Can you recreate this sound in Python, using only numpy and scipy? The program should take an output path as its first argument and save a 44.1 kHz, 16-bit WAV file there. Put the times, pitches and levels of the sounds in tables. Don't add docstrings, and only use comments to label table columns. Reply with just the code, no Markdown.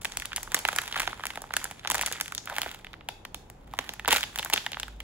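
import sys
import numpy as np
from scipy import signal
from scipy.fft import rfft, irfft, next_fast_len
from scipy.io import wavfile
from scipy.ndimage import uniform_filter1d

SR = 44100
rng = np.random.default_rng(int(sys.argv[2]) if len(sys.argv) > 2 else 0)


def inscribe(sig):
    pcm = np.round(np.clip(np.atleast_2d(sig).T, -1, 1) * 32767)
    wavfile.write(sys.argv[1], SR, pcm.astype(np.int16))


N = 221815

# f/Hz, relative level/dB
SUB_TONE = [(10, -23.5), (30, 3.5), (60, -8.0)]
ROOM_TONE = [(90, -2.5), (230, -9), (669, -15.5), (820, -12), (1080, -21), (7530, -45), (8580, -68),
             (9360, -70), (15500, -71.5), (16500, -63)]
# t/s, lower drone/dB, upper drone/dB
DRONE_FADES = [(0.0, -54.5, -57), (1.5, -55.5, -62.5), (1.9, -78, -56), (2.4, -57, -59.5),
               (3.6, -54.5, -58), (4.0, -74.5, -57), (5.03, -57, -51)]
# f/Hz, correlation
ROOM_LIKENESS = [(60, 0.89), (250, 0.96), (450, 0.55), (800, 0.13), (1400, 0.096), (3000, 0)]
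# full pressure at t/s, hold/s, crackle level/dB, relative pops/dB, relative ticks/dB
SQUEEZE_CUES = [(0.001, 0.0084, -53, -6, 6), (.1, 0.29, -54, -4.5, -7), (.56, 0.01, -46, -1.5, -4),
                (.72, 0.12, -43, -6, -1.5), (.97, 0.076, -42, -10, -5), (1.27, 0.032, -48, -7, -3),
                (1.58, 0.053, -45.5, -8.5, -6), (1.92, 0.24, -44, -12.5, -11), (2.52, 0.14, -45, -22, -7),
                (3.8, 0.049, -49.5, -5, -5), (4.4, 0.18, -48, -8, -4), (4.78, 0.053, -56.5, -19, -6)]
# t/s, level/dB, centre f/Hz, relative low pop/dB, relative bright tick/dB
BUCKLE_CUES = [(0.018, -49, 2520, 7, 14), (0.0473, -22, 2210, -9.5, 4), (0.053, -16.5, 2520, -14, -10),
               (0.1206, -28, 3850, -30, -13), (0.1713, -23, 2630, -10, 9), (0.1992, -29, 2520, -23, 6),
               (0.2214, -24.5, 1940, -30, -7), (0.2508, -28.5, 1750, -33, -29),
               (0.2558, -26.5, 3170, -38, 5.5), (0.319, -27, 1740, -16, -28),
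               (0.3315, -22.5, 1930, -31, -14), (0.3621, -28.5, 2430, -37, 16.5),
               (0.3706, -25, 2540, -32, -2), (0.38, -26, 1520, -7.5, -7), (0.4309, -35, 2100, -8, 14),
               (0.4753, -34, 1310, -4, -20), (0.5191, -28, 1940, -13, 4), (0.5449, -13, 2070, -11.5, 5.5),
               (0.5484, -19, 1690, -23, 5.5), (0.567, -24, 3700, -4.5, -12), (0.5901, -27, 3070, -14, 6),
               (0.6513, -10.5, 2300, -8, -11), (0.678, -36, 2500, -8, 12), (0.6871, -14, 1730, -6.5, -5),
               (0.729, -27, 1960, -1, 0), (0.762, -27.5, 2000, -4, 13.5), (0.786, -11, 1800, -26, -4),
               (0.8169, -30, 2060, -16, 6), (0.8782, -25.5, 1900, -35, -3.5),
               (0.9257, -20.5, 3260, -17, -12), (0.9435, -22.5, 2000, -12, -37),
               (0.958, -19.5, 1480, -29, -19), (0.9639, -21.5, 1450, -7.5, -6),
               (0.976, -21, 2650, -16, -13), (0.987, -26, 2550, -9, -16), (0.9974, -21, 1970, -11, 3),
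               (1.0016, -15.5, 1820, -15, -1.5), (1.0073, -32, 2500, -7, 2),
               (1.019, -21.5, 1700, -18, -2.5), (1.0315, -26, 2360, -2.5, -2),
               (1.0761, -15.5, 2400, -4, -16.5), (1.13, -24.5, 1240, -15, -74), (1.196, -34, 1350, 2.5, -9),
               (1.206, -34, 1510, -12, -24), (1.237, -22, 1400, -17, -12.5), (1.2548, -23, 1930, -5.5, 2),
               (1.2679, -23.5, 2460, -33, 3.5), (1.304, -24.5, 2260, -10, -10), (1.357, -28, 2000, -10, -4),
               (1.3742, -26.5, 1360, 0, -10), (1.419, -45.5, 2680, 11.5, 20), (1.44, -36, 1410, 4, -21),
               (1.5071, -29.0, 1500, -1, -33), (1.5377, -18, 1700, -13.5, -4),
               (1.5668, -13.5, 1940, -22, 2), (1.6424, -31, 2220, -13, 15), (1.6538, -27.5, 1510, -3, -26),
               (1.7114, -31, 2360, -2, 3), (1.795, -34.5, 2870, -27, -9), (1.8487, -24.5, 1890, -5.5, -16),
               (1.8573, -29, 1440, 0.5, -17), (1.874, -17.5, 3050, -17, -5.5), (1.901, -23, 2200, 2, 11),
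               (1.9118, -17.5, 2600, -19, 1.5), (1.9171, -21.5, 2280, -2, 7), (1.945, -21, 1900, -2, 7),
               (1.9512, -18, 1830, -6, -2), (1.9548, -24.5, 1800, -8, 6), (1.971, -39, 1200, 5, -15),
               (1.981, -24.5, 2180, -10, 3), (1.993, -20, 2350, -5.5, -10), (2.0121, -16.5, 2100, -16, 3),
               (2.02, -33, 2500, -22, 10.5), (2.026, -22.5, 2640, -24, 2), (2.0337, -25.5, 1140, -3, -16),
               (2.062, -25.5, 2870, -22, 13), (2.065, -25, 2510, -16, 3), (2.0747, -24, 1320, -22, -3),
               (2.082, -28, 2060, -7, 1), (2.1146, -26.5, 1400, -10, -1), (2.1246, -30, 3650, -17, 13.5),
               (2.131, -25.5, 2500, -19, -4), (2.1566, -35, 1700, -23, -15), (2.2007, -26, 2120, -11, -2),
               (2.2108, -21, 2050, -14, 8.5), (2.259, -29.5, 2410, -19, -3),
               (2.2803, -28.5, 2380, -22, -2.5), (2.322, -24.5, 1440, -32, -3),
               (2.3494, -26.5, 3760, -40, 6), (2.3793, -19.5, 4950, -22, -18),
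               (2.457, -44.5, 2500, -15, 15.5), (2.474, -26, 1650, -10, -20), (2.484, -34, 1400, -8, -27),
               (2.4983, -24, 1350, -13, -8.5), (2.555, -34, 2500, -13, -1), (2.565, -22.5, 2650, -10, -5),
               (2.5834, -17, 2060, -5.5, -2.5), (2.592, -36.5, 2200, 4, 4), (2.6172, -18.5, 3270, -13, 0.5),
               (2.6318, -22.5, 2670, -8, -7), (2.661, -30.5, 1780, 5.5, -21),
               (2.692, -29.5, 2730, -26, -17), (2.7151, -29, 2700, -13, -4.5),
               (2.7456, -33, 2280, -5.5, -3), (2.8461, -29, 2400, -16, -15),
               (2.8683, -30.5, 2520, -13, -20), (2.932, -34.5, 3100, -8.5, -11),
               (2.9394, -30, 1760, -25, -36), (3.009, -37.5, 2360, -7.5, -44), (3.0878, -20, 2780, -5, -5),
               (3.2509, -28.5, 2160, -8.5, -4.5), (3.3453, -26, 2940, -6.5, 0.5), (3.5, -40, 2180, -3, 4.5),
               (3.737, -32, 1120, 3.5, -7), (3.7891, -13.5, 2350, -7.5, -9), (3.892, -21, 3100, -12, -8.5),
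               (3.937, -34, 2040, -6, 4.5), (3.9958, -23, 2070, -15, -13), (4.048, -24, 1510, -10, -15),
               (4.0582, -22, 2920, -14, -39), (4.0781, -18, 1800, 3, 2), (4.0838, -18.5, 2850, 0, 2),
               (4.089, -15.5, 3080, -11, -22), (4.105, -21, 2200, -19, -6), (4.108, -13, 2970, -28, -4),
               (4.117, -15, 2900, -20, -10), (4.1229, -14, 2700, -13, -8), (4.1276, -11, 2860, -4, 4.5),
               (4.131, -12, 2520, -8.5, -5), (4.144, -21, 2530, -16, 4), (4.161, -18, 2150, -6.5, -15),
               (4.1637, -18, 3260, -30, -13), (4.1683, -26, 2800, -13, -4), (4.171, -29, 2800, -14, 5),
               (4.1775, -34, 2800, -25, -3), (4.189, -34, 2500, -14, 2), (4.2086, -24.5, 3200, -13, -7),
               (4.2307, -15, 2800, -27, -11), (4.2374, -18, 2760, -12.5, -9),
               (4.359, -22.5, 1950, -20, -0.5), (4.377, -31.5, 2300, -5, 4),
               (4.3872, -18.5, 3130, -19, -1.5), (4.3941, -19, 3220, -7.5, -9), (4.428, -24, 2300, -17, -4),
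               (4.448, -34.5, 2660, 1, 15.5), (4.459, -26.5, 1360, -7, -21), (4.5, -24.5, 2020, -2.5, 1.5),
               (4.526, -25.5, 2500, -1, -11), (4.5299, -20, 3290, -10, -18),
               (4.535, -11.5, 2900, -13, -1.5), (4.5385, -13, 2880, -9, 0.5), (4.561, -18, 2500, -22, -22),
               (4.5728, -25, 2600, -18, -8), (4.5777, -13, 2900, -19, -17), (4.6643, -17, 2290, -12, -11.5),
               (4.7186, -28, 3050, -9, -1), (4.732, -22.5, 3200, -18, -25), (4.745, -24.5, 2570, -17, -31),
               (4.7701, -24, 1420, -6.5, -34), (4.799, -24, 2630, -18, 1), (4.8314, -20, 3040, -14.5, -10),
               (4.8814, -33, 1500, -11, -5), (5.0032, -27.5, 2530, -14, -6)]
# f/Hz, level/dB
POP_EQ = [(200, -28), (400, -19.5), (620, -11.5), (740, -6.5), (840, -2), (1000, -7.5), (1300, -13.5),
          (2000, -32.5), (4000, -73)]
# f/Hz, level/dB
TICK_EQ = [(2500, -8.5), (4500, -0.5), (6000, -2), (7000, -1.5), (8200, 4), (10000, 3), (13000, 6),
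           (16500, 2)]
# f/Hz, width/Hz, gain/dB
BODY_EQ = [(835, 910, -1.5), (1110, 69, -0.5), (1650, 310, 2.5), (2400, 1340, -5.5), (3320, 160, 1),
           (3540, 300, 1), (3750, 420, -3), (5200, 570, -3), (6240, 1500, 6)]
# f/Hz, left over right/dB
PAN = [(300, -2), (740, -0.5), (1220, -4.5), (2000, -2), (3300, -1), (5500, 1.5), (12000, 1.5)]
# f/Hz, phase lead/rad
RIGHT_LEAD = [(500, 0.038), (1100, 0.2), (1750, 0.72), (2400, 1.34), (3500, 1.5), (5400, 2.57),
              (6800, 5.33)]
# f/Hz, t60/s, relative level/dB
REVERB_BANDS = [(120, 0.24, 16.5), (250, 0.19, 14), (976, 0.42, -2), (3200, 0.48, -4), (4700, 0.32, 6),
                (7100, 0.48, 1), (10000, 0.44, -2.5), (15300, 0.35, -6)]
# t/s, starting level/dB, starting f/Hz
THUMP_CUES = [(2.113, -30.5, 495), (4.084, -20.5, 475), (4.537, -24.5, 425)]
# t/s, gain/dB
SHEEN_FADE = [(2.3, -6), (2.56, -2)]
# full force at t/s, hold/s, crackle level/dB, relative pops/dB, relative ticks/dB
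TEAR_CUES = [(4.08, 0.0063, -36.5, -23, -12), (4.118, 0.014, -24, -13, -6),
             (4.16, 0.0048, -26, -11.5, -2.5)]

SNAP_SAMPLES, PRE_ROLL_SAMPLES = 1024, 64
TIME = np.arange(N) / SR


def gain_of(db):
    return 10 ** (np.asarray(db) / 20)


def unit_rms(x):
    return x / np.sqrt(np.mean(x ** 2, -1, keepdims=True) + 1e-20)


def curve(points, hz):
    f, value = np.transpose(points)
    return np.interp(np.log(hz + 1), np.log(f + 1), value)


def add(mix, s, sound):
    part = mix[:, round(s * SR):][:, :sound.shape[1]]
    part += sound[:, :part.shape[1]]


def resonate(x, hz, width_hz):
    b, a = signal.iirpeak(hz, hz / width_hz, SR)
    return signal.lfilter(b, a, signal.lfilter(b, a, x))


def swells(cues, rise_db_per_s, fall_db_per_s):
    power = 0
    for s, hold_s, db, *relative_db in cues:
        fade_db = rise_db_per_s * np.maximum(s - TIME, 0) + fall_db_per_s * np.maximum(TIME - s - hold_s, 0)
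        power = power + gain_of(db + np.array([0, *relative_db])[:, None] - fade_db) ** 2
    return power


def room_tone(level_db=-52.5, patchy_db=0.5):
    frames, hz = N // 512 + 5, np.fft.rfftfreq(2048, 1 / SR)
    left_re, left_im, other_re, other_im, patches = rng.standard_normal((frames, 1025, 5)).T
    patches = uniform_filter1d(uniform_filter1d(patches, 12, 0), 6, 1)
    likeness = curve(ROOM_LIKENESS, hz)[:, None]
    left = left_re + 1j * left_im
    right = likeness * left + np.sqrt(1 - likeness ** 2) * (other_re + 1j * other_im)
    eq = gain_of(curve(SUB_TONE + ROOM_TONE, hz)[:, None] + patchy_db * patches / patches.std())
    bed = signal.istft(np.array([left, right]) * eq, nperseg=2048, noverlap=1536)[1][:, :N]
    return gain_of(level_db) * unit_rms(bed)


def drones(pitches_hz=(29.1, 51.2), width_hz=7.5):
    s, *fades_db = np.transpose(DRONE_FADES)
    out = 0
    for hz, db, noise in zip(pitches_hz, fades_db, rng.standard_normal((2, N + SR))):
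        out = out + gain_of(np.interp(TIME, s, db)) * unit_rms(resonate(noise, hz, width_hz)[SR:])
    return out


def squeezes(rest_db=-77):
    return gain_of(rest_db) ** 2 + swells(SQUEEZE_CUES, rise_db_per_s=125, fall_db_per_s=94.5)


def at_microphone(ports, hz, place, spread_s=0.0023, wander_s=0.00004):
    turns = spread_s * 1200 ** 2 / (hz + 600) + hz * (0.0001 - PRE_ROLL_SAMPLES / SR)
    colour_db = sum(db * np.exp(-((hz - f) / width) ** 2) for f, width, db in BODY_EQ)
    left, right = ports * np.exp(2j * np.pi * turns) * gain_of(colour_db)
    pan = gain_of(curve(PAN, hz) / 2)
    left_lag = curve(RIGHT_LEAD, hz) + 2 * np.pi * hz * wander_s * (2 * place - 1)
    return np.array([left * pan * np.exp(-1j * left_lag), right / pan])


def snaps(centre_hz, pop_db, tick_db, slip_s=0.00024, body_top_hz=3860):
    count, t = len(centre_hz), np.arange(SNAP_SAMPLES) / SR
    hz = np.fft.rfftfreq(SNAP_SAMPLES, 1 / SR)
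    mid_noise, side_noise = rng.standard_normal((count, SNAP_SAMPLES, 2)).T.swapaxes(1, 2)
    length, place, narrowness = rng.random((count, 3)).T[:, :, None]
    age = t / (slip_s * (0.35 + length) * np.array([1, 1.33])[:, None, None])
    slips = age ** 0.66 * np.exp(-age)
    scatter = gain_of(-17.5) * np.sqrt(slip_s / 0.00028) * np.minimum(age, 1) * np.exp(-t / 0.0028)
    mid = rfft(mid_noise * (slips + scatter))
    side = rfft(side_noise * (slips + scatter)) * 0.34 * hz / (hz + 2000)
    whitened = np.array([mid + side, mid - side]) / np.sqrt(uniform_filter1d(abs(mid) ** 2, size=30))
    tight, frayed = at_microphone(whitened, hz, place).swapaxes(0, 1)
    octaves = np.log2((hz + 1) / centre_hz[:, None])
    body_eq = gain_of(-(4.5 + 37 * narrowness) * octaves ** 2)
    body_eq += 0.32 * gain_of(-6 * np.log2((hz + 1) / 2400) ** 4)
    body_eq *= gain_of(-8 * np.clip((hz - body_top_hz) / 300, 0, 1))
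    pop, tick = tight * gain_of(curve(POP_EQ, hz)), frayed * gain_of(curve(TICK_EQ, hz))
    out = 0
    for spectrum, db in ((pop, pop_db), (tight * body_eq, 0), (tick, tick_db)):
        layer = irfft(spectrum)
        smoothed_peak = np.sqrt(uniform_filter1d((layer ** 2).sum(0), size=40).max(1))
        out = out + layer * (gain_of(db) / smoothed_peak)[:, None]
    return out.swapaxes(0, 1)


def crackle(power, creases_per_s=900, size_spread_db=6.5):
    crisp, dull, bright = np.sqrt(power)
    centres_hz = np.geomspace(1400, 3700, 16)
    sizes = gain_of(size_spread_db * np.minimum(rng.exponential(1, N), 3))
    triggers = sizes * (rng.random(N) < creases_per_s / SR)
    voice = rng.integers(0, len(centres_hz), N)
    solo = np.full(len(centres_hz), 60.)
    out = 0
    for pop_db, tick_db, level in ((-solo, -solo, crisp), (solo, -solo, dull), (-solo, solo, bright)):
        layer = sum(signal.oaconvolve((triggers * (voice == k))[None], grain, axes=1)[:, :N]
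                    for k, grain in enumerate(snaps(centres_hz, pop_db, tick_db)))
        out = out + layer / np.sqrt(np.mean(layer ** 2)) * level
    return out


def buckles(**shape):
    s, db, hz, pop_db, tick_db = np.transpose(BUCKLE_CUES)
    out = np.zeros((2, N + PRE_ROLL_SAMPLES))
    for at, level, snap in zip(s, gain_of(db), snaps(hz, pop_db, tick_db, **shape)):
        add(out, at, level * snap)
    return out[:, PRE_ROLL_SAMPLES:]


def reverb(send, wet_db=-11.0, fade_in_s=0.00056):
    taps = np.zeros((2, SR))
    at = np.arange(40, SR - 20, 20) + rng.integers(0, 20, (2, (SR - 41) // 20))
    np.put_along_axis(taps, at, rng.choice([-1., 1.], at.shape), 1)
    hz, t, spectra = signal.stft(taps, SR, nperseg=256)
    likeness = curve(ROOM_LIKENESS, hz)[:, None]
    spectra[1] = likeness * spectra[0] + np.sqrt(1 - likeness ** 2) * spectra[1]
    bands = np.array(REVERB_BANDS)
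    t60, start_db = curve(bands[:, :2], hz)[:, None], curve(bands[:, ::2], hz)[:, None]
    tail = signal.istft(spectra * gain_of(start_db - 60 * t / t60), SR, nperseg=256)[1][:, :SR]
    tail *= np.clip(np.arange(SR) / SR / fade_in_s, 0, 1)
    return signal.fftconvolve(send, tail * gain_of(wet_db) / np.linalg.norm(tail[0]), axes=1)[:, :N]


def thumps(attack_s=0.002, t60_s=0.029):
    t, out = np.arange(2000) / SR, np.zeros((2, N))
    attack = np.sin(np.pi / 2 * np.minimum(t / attack_s, 1)) ** 2
    for s, db, hz in THUMP_CUES:
        tone = np.sin(2 * np.pi * hz * t * (1 - 2 * t))
        add(out, s, (gain_of(db - 60 * t / t60_s) * attack * tone)[None])
    return out


def sheen(x, from_hz=11500):
    s, db = np.transpose(SHEEN_FADE)
    size = next_fast_len(N)
    high_pass = np.clip((np.fft.rfftfreq(size, 1 / SR) - from_hz) / 2000 + 0.5, 0, 1)
    top = irfft(rfft(x, size) * high_pass, size)[:, :N]
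    return x + top * (gain_of(np.interp(TIME, s, db)) - 1)


def finger_rub(at_s=2.5, hold_s=0.032, level_db=-39, panel_hz=840, slips_per_s=1200):
    slips = rng.standard_normal(N) * (rng.random(N) < slips_per_s / SR)
    ring = unit_rms(resonate(slips, panel_hz, width_hz=630))
    pan = gain_of(curve(PAN, panel_hz) / 2 * np.array([[1], [-1]]))
    return pan * ring * np.sqrt(swells([(at_s, hold_s, level_db)], rise_db_per_s=1501, fall_db_per_s=502))


def tear():
    return swells(TEAR_CUES, rise_db_per_s=900, fall_db_per_s=408)


def scene():
    handling = crackle(squeezes() + tear()) + thumps() + finger_rub()
    direct = buckles() + handling
    send = buckles(slip_s=0.0001) + handling
    return sheen(direct + reverb(send)) + room_tone() + drones()


def record(dry, shared_hz=6900, in_phase_hz=10120, turn_hz=3050, low_hz=26, shelf_hz=15700, top_hz=17000):
    size = next_fast_len(N)
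    hz = np.fft.rfftfreq(size, 1 / SR)
    left, right = rfft(dry, size)
    share = np.clip((hz - shared_hz) / 1200 + 0.5, 0, 0.9)
    late_left = left * np.exp(-2j * np.pi * (hz - in_phase_hz) / turn_hz)
    right = share * late_left + np.sqrt(1 - share ** 2) * right
    low_cut = hz ** 4 / (hz ** 4 + low_hz ** 4)
    high_shelf = gain_of(-13 * np.clip((hz - shelf_hz) / 200, 0, 1))
    out = np.clip(irfft(np.array([left, right]) * low_cut * high_shelf, size)[:, :N], -1, 1)
    return signal.oaconvolve(out, signal.firwin(511, top_hz, window=("kaiser", 9), fs=SR)[None], "same")


dry = scene()
out = record(dry)
inscribe(out)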